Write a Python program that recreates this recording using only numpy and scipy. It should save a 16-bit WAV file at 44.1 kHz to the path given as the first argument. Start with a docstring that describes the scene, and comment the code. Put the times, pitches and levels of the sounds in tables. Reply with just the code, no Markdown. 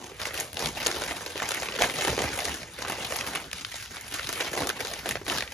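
"""Newspaper, crumpled and unfolded by hand on a wooden table, close under a two-port microphone.
Small creases pop by the hundred in clumps, following each grasp; a few big ones snap loudly.
Both set paper patches of every size ringing, over the hiss of sliding sheets. Big sheets add low
flaps, the bundle thumps as its weight shifts, and the table top returns a short, hollow echo.
A quiet room hums underneath."""
import sys
import numpy as np
from scipy import signal
from scipy.fft import rfft, irfft, next_fast_len
from scipy.io import wavfile
from scipy.ndimage import uniform_filter1d

SR = 44100
rng = np.random.default_rng(int(sys.argv[2]) if len(sys.argv) > 2 else 0)


def to_wav(sig):
    """Store sig (one row per channel, or 1-D mono) as 16-bit WAV at the path in sys.argv[1].

    Samples outside -1..1 are clipped; the rate is SR.
    """
    pcm = np.clip(np.atleast_2d(sig), -1, 1) * 32767
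    pcm = np.round(pcm).astype(np.int16)
    wavfile.write(sys.argv[1], SR, pcm.T)  # frames by channels


N = 244041
FOLD_SAMPLES = 1500  # a fold keeps its resonances for about 35 ms


def gain_of(db):
    """dB to amplitude; gain_of(2 * db) is power."""
    return 10 ** (np.asarray(db) / 20)


def unit_rms(x):
    """Scales to rms 1."""
    return x / np.sqrt(np.mean(x ** 2) + 1e-20)


def columns_at(points, hz):
    """Columns of a table at the given frequencies."""
    f, *columns = np.transpose(points)
    return [np.interp(np.log(hz + 1), np.log(f + 1), c) for c in columns]


def decay(kicks, t60):
    """Power that jumps at each kick and dies away; the total energy is kept."""
    r = np.exp(-2 * np.log(1000) / (t60 * SR))
    return signal.lfilter([1 - r], [1, -r], kicks)


def patch_level(hz, thump_db, flap_db, effort_db, crisp_db):
    """Level of a patch in dB: thump rules the bass, then flap, effort and, at the top, crispness."""
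    anchors = np.log([90, 500, 1600, 5500, 12000])  # Hz
    weights = [np.interp(np.log(hz), anchors, row) for row in np.eye(len(anchors))]
    return sum(w * db for w, db in zip(weights, (thump_db, flap_db, effort_db, effort_db, crisp_db)))


def gestures(t, start, length, db, rise, sag, fall, rest_db):
    """Level in dB of gestures that swell up to their start, sag, then fade; slopes in dB/s."""
    since = t[:, None] - start
    shape = rise * np.minimum(since, 0) - sag * np.clip(since, 0, length)
    shape -= fall * np.maximum(since - length, 0)
    return 10 * np.log10(gain_of(2 * (db + shape)).sum(1) + gain_of(2 * rest_db))


# Grasps of the hands, close under the microphone: t/s, length/s, effort/dB, flap/dB re effort
GRASPS = [(0.0, 0.094, -46, 1), (0.206, 0.049, -34.5, -10), (0.345, 0.071, -35.5, -5),
          (0.578, 0.063, -36.5, -2.5), (0.619, 0.036, -34.5, 2), (0.768, 0.06, -34, -4.5),
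          (0.885, 0.24, -36, -1.5), (1.16, 0.17, -41, -5), (1.373, 0.28, -36.5, -4.5),
          (1.71, 0.046, -39.5, -6), (1.8, 0.072, -30.5, -2.5), (1.95, 0.2, -32.5, -5),
          (2.195, 0.091, -34.5, -2), (2.324, 0.23, -35, -5.5), (2.558, 0.11, -46, -6),
          (2.726, 0.092, -45, -16), (2.793, 0.033, -39, -2.5), (2.89, 0.05, -35.5, -3),
          (2.992, 0.38, -36, -5.5), (3.376, 0.072, -44.5, -4), (3.567, 0.024, -38, -12),
          (3.683, 0.16, -40.5, -34), (3.913, 0.24, -42, -13.5), (4.135, 0.032, -33.5, -14.5),
          (4.243, 0.098, -36.5, -11), (4.377, 0.1, -34, -5), (4.527, 0.031, -40, 3),
          (4.565, 0.089, -35.5, 2), (4.769, 0.093, -40.5, -2), (4.883, 0.096, -38, -9.5),
          (5.061, 0.028, -35, -3.5), (5.29, 0.077, -32.5, -3.5), (5.528, 0.04, -37.5, -9)]


def hands(t):
    """Flap, effort and crispness in dB: each grasp works the paper, which settles in between."""
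    start, length, db, flap_db = np.transpose(GRASPS)
    slopes = dict(rise=411, sag=3, fall=213)
    effort = gestures(t, start, length, db, **slopes, rest_db=-56)
    flap = gestures(t, start, length, db + flap_db, **slopes, rest_db=-64.5)
    crispness = effort - 11.5
    return flap, effort, crispness


def pops(per_s=480, spread_db=3.2, clump_db=-0.3, steadiness=0.45):
    """Energy of small creases giving way at random: clumped, a few large, partly evened out."""
    clumps = unit_rms(uniform_filter1d(uniform_filter1d(rng.standard_normal(N), 500), 500))
    size_db = spread_db * np.minimum(rng.exponential(1, N), 4) + clump_db * clumps
    energy = gain_of(2 * size_db) * (rng.random(N) < per_s / SR)
    local_mean = uniform_filter1d(uniform_filter1d(energy, 2500), 2500) + 1e-9
    energy = energy / local_mean ** steadiness
    return energy / energy.mean()


def rustle(pop_energy, t, level_db, pop_spread_db=3.0, fold_spread_db=5.0, slide_db=-12):
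    """Energy reaching one patch: pops, varied singly and fold by fold, and the hiss of sheets sliding."""
    at, kicks = np.flatnonzero(pop_energy), np.zeros(N)
    folds = np.clip(rng.standard_normal(N // FOLD_SAMPLES + 2), -2, 1.2)
    fold_db = fold_spread_db * np.interp(at / FOLD_SAMPLES, np.arange(len(folds)), folds)
    pop_db = pop_spread_db * np.clip(rng.standard_normal(len(at)), -2, 2)
    kicks[at] = pop_energy[at] * gain_of(2 * (pop_db + fold_db))
    power = gain_of(2 * np.interp(np.arange(N) / SR, t, level_db))
    return kicks / kicks.mean() * power, gain_of(2 * slide_db) * power


# Room tone, all around the table: f/Hz, relative spectral level/dB
ROOM_TONE = [(18, -36), (30, 9), (80, -35), (420, -20), (2140, -21), (7000, -7), (9100, -10), (15400, -120)]


def room(level_db=-60, swell_db=0.58):
    """Steady low hum and faint air, swelling slightly."""
    colour_db, = columns_at(ROOM_TONE, np.fft.rfftfreq(N, 1 / SR))
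    hum = unit_rms(irfft(rfft(rng.standard_normal((2, N))) * gain_of(colour_db), N))
    swell = unit_rms(uniform_filter1d(rng.standard_normal(N), 6000))
    return hum * gain_of(level_db + swell_db * swell)


# Loud creases, close up: t/s, level/dB, flap/dB re level, buckling patch f/Hz, crispness/dB re level
LOUD_CREASES = [(0.216, -33, 2.5, 4060, -15), (0.3763, -31, -26, 2620, -14), (0.4005, -33, -13, 6590.0, 6),
                (0.4071, -34, -7, 6200, 3), (0.531, -41, -1, 3200, 6), (0.5705, -30, -24, 3790.0, -20),
                (0.593, -29, -9, 4450, -5), (0.646, -33.5, 4, 3660, -13), (0.6585, -27, -23, 4160, -9),
                (0.8292, -36, 2, 4390.0, -4), (0.863, -24.5, -0.5, 4000, -9),
                (0.868, -23.5, -4, 6800, -4.5), (0.9141, -26.5, -26, 4500, -16),
                (1.0193, -30, 0, 1350, -15.0), (1.0377, -28.5, -10, 6120.0, -23),
                (1.1035, -43, 1, 3000, -13), (1.1097, -32.5, 4.5, 2020, -28), (1.262, -33, -28, 4120, -37),
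                (1.3569, -36, 9.5, 2650, -28), (1.3776, -33, -14, 2900, -7), (1.4005, -31.5, -5, 1730, -23),
                (1.4212, -31.5, 5.5, 1220, -35), (1.49, -33, -20, 7700, 4), (1.508, -30.5, -1, 4000, -8),
                (1.518, -27, -9, 1830, -9), (1.54, -32, -12, 4000, -16), (1.5461, -31, -18, 2500, -2),
                (1.622, -29.5, 2, 2260, -31), (1.6862, -31.5, 0.5, 2500, -36),
                (1.7227, -35, 2, 2760.0, -37), (1.7512, -33.5, -19, 2620, -30), (1.762, -31, -9, 2590, -34),
                (1.7879, -33.5, 9.5, 1590.0, -27), (1.811, -28.5, 7.5, 1980, -28),
                (1.8212, -21, -1, 2220, -11), (1.8418, -25, 2, 2330, -29), (1.898, -30, -10, 2180, -30),
                (1.9866, -30, 3, 2710.0, -19), (2.009, -31, -1, 3020, -34.5), (2.049, -27.5, 1, 3130, -9),
                (2.073, -29.5, 8, 3340, -6), (2.0808, -29, 8.5, 1560, -13.0), (2.103, -31.5, -5, 5600, -15),
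                (2.1187, -42, 1, 3750.0, -12.0), (2.13, -40.5, 13, 1500, -18),
                (2.1781, -28.5, 5.5, 1180, -16.0), (2.19, -30, 7.5, 2360, -19.0),
                (2.219, -31, -12, 6890.0, -7), (2.24, -32.5, 5, 2150.0, -7), (2.3905, -34, 5, 2150.0, -23),
                (2.404, -34, -8, 5040.0, -8), (2.4536, -27.5, -9, 6000, -10.0),
                (2.4832, -33.5, 4, 1550.0, -3), (2.631, -39.5, -6, 1980, -20),
                (2.8242, -33, -15, 4060, -17), (2.8495, -33, 2, 1210.0, -39), (2.8985, -32, 4, 1120, -3),
                (2.9215, -35.5, 5, 2070.0, -4), (3.1222, -31.5, 5, 2000, -8), (3.16, -31.5, 1, 5640, -5),
                (3.1655, -38, -17, 10700, 6.5), (3.2095, -29, -25, 2880, -20),
                (3.3517, -33.5, -24, 2110.0, -2), (3.3568, -27.5, -3.5, 2950, -11),
                (3.5142, -36.5, -24.0, 2440, -10), (3.5307, -29, -16, 4550, -11),
                (3.6485, -29.5, -50, 3800, -20), (3.742, -36.5, -2.5, 3620.0, -16),
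                (3.7593, -45, -21, 5770.0, -11), (3.8256, -41, -8, 6120.0, -8),
                (3.8593, -40.5, -19, 5800, -20), (3.9684, -38.5, -2.5, 3450, -31),
                (4.0108, -41, -26, 7360, 1), (4.1435, -41, -4, 1950, 7), (4.195, -31.5, -7, 1590.0, -33),
                (4.231, -37, -17, 4170, -15), (4.2707, -32, -31.0, 4950.0, -17),
                (4.291, -27.5, -4, 1430, -9), (4.3276, -30.5, -2, 4600, -2), (4.3343, -37, -27, 4350.0, -6),
                (4.408, -26.5, -4, 2700, -31), (4.5318, -35.5, -8, 1550.0, -3),
                (4.5518, -40, 11, 6800.0, -13), (4.5755, -31.5, 8, 2240.0, -7),
                (4.6097, -34, 11.5, 2380, -20), (4.62, -32, 12, 1440, -16), (4.6712, -32, -5, 7200, 0),
                (4.692, -25, -15, 3340, -7), (4.7004, -27, -7, 1590, -25), (4.8053, -30.5, 0, 2340, -4),
                (4.8495, -31.5, -3, 4400, -13), (4.8704, -36, -16, 3420, -5),
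                (4.937, -33.5, -21, 5170.0, -8), (5.0585, -32.5, 6, 1930, -24), (5.0903, -30, -2, 3680, 2),
                (5.1099, -26, -4.5, 2270, -4), (5.1553, -30.5, 1.5, 1860, -39),
                (5.2143, -46, 13, 1490, -22), (5.2655, -35, -2, 2480, -23), (5.2808, -33, -24, 1590.0, -34),
                (5.299, -26.5, -34, 2880, -24), (5.384, -26, -30, 3200, -12.0),
                (5.407, -29, -17, 3830.0, -16), (5.4234, -31, -4.5, 2000, -21),
                (5.4767, -35.5, -28, 2250, -46)]


def snaps(scatter_db, steps, hz, t60, pitch_db=9.5, pitch_oct=0.23, thump_db=-12, buckle_s=0.018):
    """Energy reaching one patch as loud creases buckle in steps, most at each one's own pitch."""
    start, db, flap, pitch_hz, crisp = np.transpose(LOUD_CREASES)
    db = db + scatter_db + patch_level(hz, flap + thump_db, flap, 0, crisp)
    db += pitch_db * np.exp(-(np.log2(hz / pitch_hz) / pitch_oct) ** 2)
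    # later steps are weaker, less so where a big sheet flaps along
    step_db = db[:, None] + np.minimum(-9 + .4 * flap, -6)[:, None] * (steps > 0)
    late_s = 1.5 / max(hz, 1200) * rng.random(steps.shape)  # a patch joins up to 1.5 cycles late
    early_s = .7 / hz  # big patches are struck a little early, so that every size peaks together
    step_s = start[:, None] + buckle_s * steps + late_s - early_s
    energy = gain_of(2 * step_db) * t60 * SR / (2 * np.log(1000))
    kicks = np.zeros(N)
    np.add.at(kicks, np.round(step_s * SR).astype(int), energy)
    return kicks


# The bundle on the wooden table, under the microphone: t/s, level/dB
WEIGHT_SHIFTS = [(.65, -35), (2.085, -31), (2.23, -33.5), (2.49, -37.5), (5.12, -37), (5.32, -44)]


def thumps(t):
    """Bass level in dB: it swells briefly as the bundle's weight shifts on the table."""
    start, db = np.transpose(WEIGHT_SHIFTS)
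    return gestures(t, start, 0, db, rise=375, sag=0, fall=169, rest_db=-51.5)


def patch_ring(power, cracks, hz, q=2.13):
    """One patch resonates, driven by sudden cracks and by two unrelated rows of shaped noise."""
    b, a = signal.iirpeak(hz, q, fs=SR)
    drive = rng.standard_normal((2, N)) * np.sqrt(power)
    drive += cracks * [[1], [rng.choice([-1, 1])]]
    ring = signal.lfilter(np.convolve(b, b), np.convolve(a, a), drive)  # the resonance applied twice
    return ring * np.sqrt(SR * q / hz / 2.965)  # evens out the bandwidth


# Patches of newsprint ringing, heard close: f/Hz, level/dB, base t60/s
PATCH_RINGS = [(49.7, -9, 0.035), (85.5, -4.5, 0.0082), (185, -6.5, 0.019), (503, -3, 0.039),
               (1330, -9.5, 0.081), (2040, -5, 0.062), (3880, -6, 0.06), (5470, -7, 0.062),
               (9330, 2, 0.065), (15800, -2.5, 0.0068)]


def paper(pop_tail_db=-7, snap_tail_db=-11, tail_s=0.32):
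    """Every patch size rings under pops and snaps: part crack, part short rattle, then a soft tail."""
    patch_hz = np.geomspace(50, 16000, 21)
    pop_energy = pops()
    scatter_db = 0.5 * rng.standard_normal((len(LOUD_CREASES), len(patch_hz))).T
    steps = rng.random((len(LOUD_CREASES), 4)) * [0, 1, 1, 1]  # one at once, three later
    t = np.arange(0, N + 256, 256) / SR
    handling_db = thumps(t), *hands(t)
    out = np.zeros((2, N))
    for k, (hz, db, t60) in enumerate(zip(patch_hz, *columns_at(PATCH_RINGS, patch_hz))):
        popping, sliding = rustle(pop_energy, t, patch_level(hz, *handling_db))
        snapping = snaps(scatter_db[k], steps, hz, t60)
        # share of the energy that cracks: greatest in small patches
        pop_share, snap_share = np.array([.33, .4]) * (hz / 4000) ** .3
        # neighbouring patches swing in opposite ways, so that a crack stays broad
        cracks = (-1) ** k * np.sqrt(pop_share * popping + snap_share * snapping)
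        rattle = decay((1 - pop_share) * popping, .55 * t60)
        rattle += decay((1 - snap_share) * snapping, .24 * t60)
        # the layers of paper and the table carry the tail
        tail = decay(gain_of(2 * pop_tail_db) * popping + gain_of(2 * snap_tail_db) * snapping, tail_s)
        out += gain_of(db) * patch_ring(rattle + tail + sliding, cracks, hz)
    return out


def table_echo(x, delay_range_s=(.0006, .003), echo_db=-12):
    """Adds the table top's echo; its delay changes fold by fold, giving each its own hollow colour."""
    delay_s = np.repeat(rng.uniform(*delay_range_s, N // FOLD_SAMPLES + 1), FOLD_SAMPLES)[:N]
    echo = x[:, np.maximum(np.arange(N) - (delay_s * SR).astype(int), 0)]
    return (x + gain_of(echo_db) * echo) / np.sqrt(1 + gain_of(2 * echo_db))


def scene():
    """Paper, table and room. Rows: what both ports share, and what only the right port picks up."""
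    return table_echo(paper()) + room()


# Two-port microphone, just above the paper: f/Hz, colour/dB, left minus right/dB, likeness/0-1
MIC_PORTS = [(25, -8, -1, .97), (50, .1, -1, .97), (600, .1, -1.5, .96), (1700, .1, -3, .86),
             (3300, .1, 2.5, .6), (5500, .1, 2, .66), (7200, .1, .9, .85), (7800, 0, 0, .995),
             (8700, 0, 0, .995), (9700, 0, 0, .85), (10800, -1, 0, .995), (12400, -3, 0, .995),
             (13300, -2, 0, .7), (14000, 0, 0, .995), (15700, 4, 0, .995), (15900, -18, 0, .99)]
# Phase between its ports: f/Hz, lead of the left port/rad
LEFT_LEAD = [(0, 0), (1720, 0.3), (2580, 1.2), (3620, 0.5), (5080, 0.6), (6200, -0.5), (6800, -1.0),
             (7670, -2.9), (8870, -3.3), (10500, -6.0), (12700, -6.6), (13000, -6.9), (13300, -8.2),
             (13900, -9.3), (16200, -9.5)]


def record(dry, band_limit_hz=16600):
    """Two ports close together: alike, but out of step in parts of the treble; then the band limit."""
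    size = next_fast_len(N + 4096)
    hz = np.fft.rfftfreq(size, 1 / SR)
    colour_db, balance_db, likeness = columns_at(MIC_PORTS, hz)
    lead_rad, = columns_at(LEFT_LEAD, hz)
    shared, right_only = rfft(dry, size)
    right = (likeness * shared + np.sqrt(1 - likeness ** 2) * right_only) * np.exp(-1j * lead_rad)
    spectra = np.array([shared * gain_of(balance_db / 2), right * gain_of(-balance_db / 2)])
    pair = irfft(spectra * gain_of(colour_db), size)[:, :N]
    lowpass = signal.firwin(511, band_limit_hz, window=("kaiser", 9), fs=SR)
    return signal.oaconvolve(pair, lowpass[None], "same")


dry = scene()
out = record(dry)
to_wav(out)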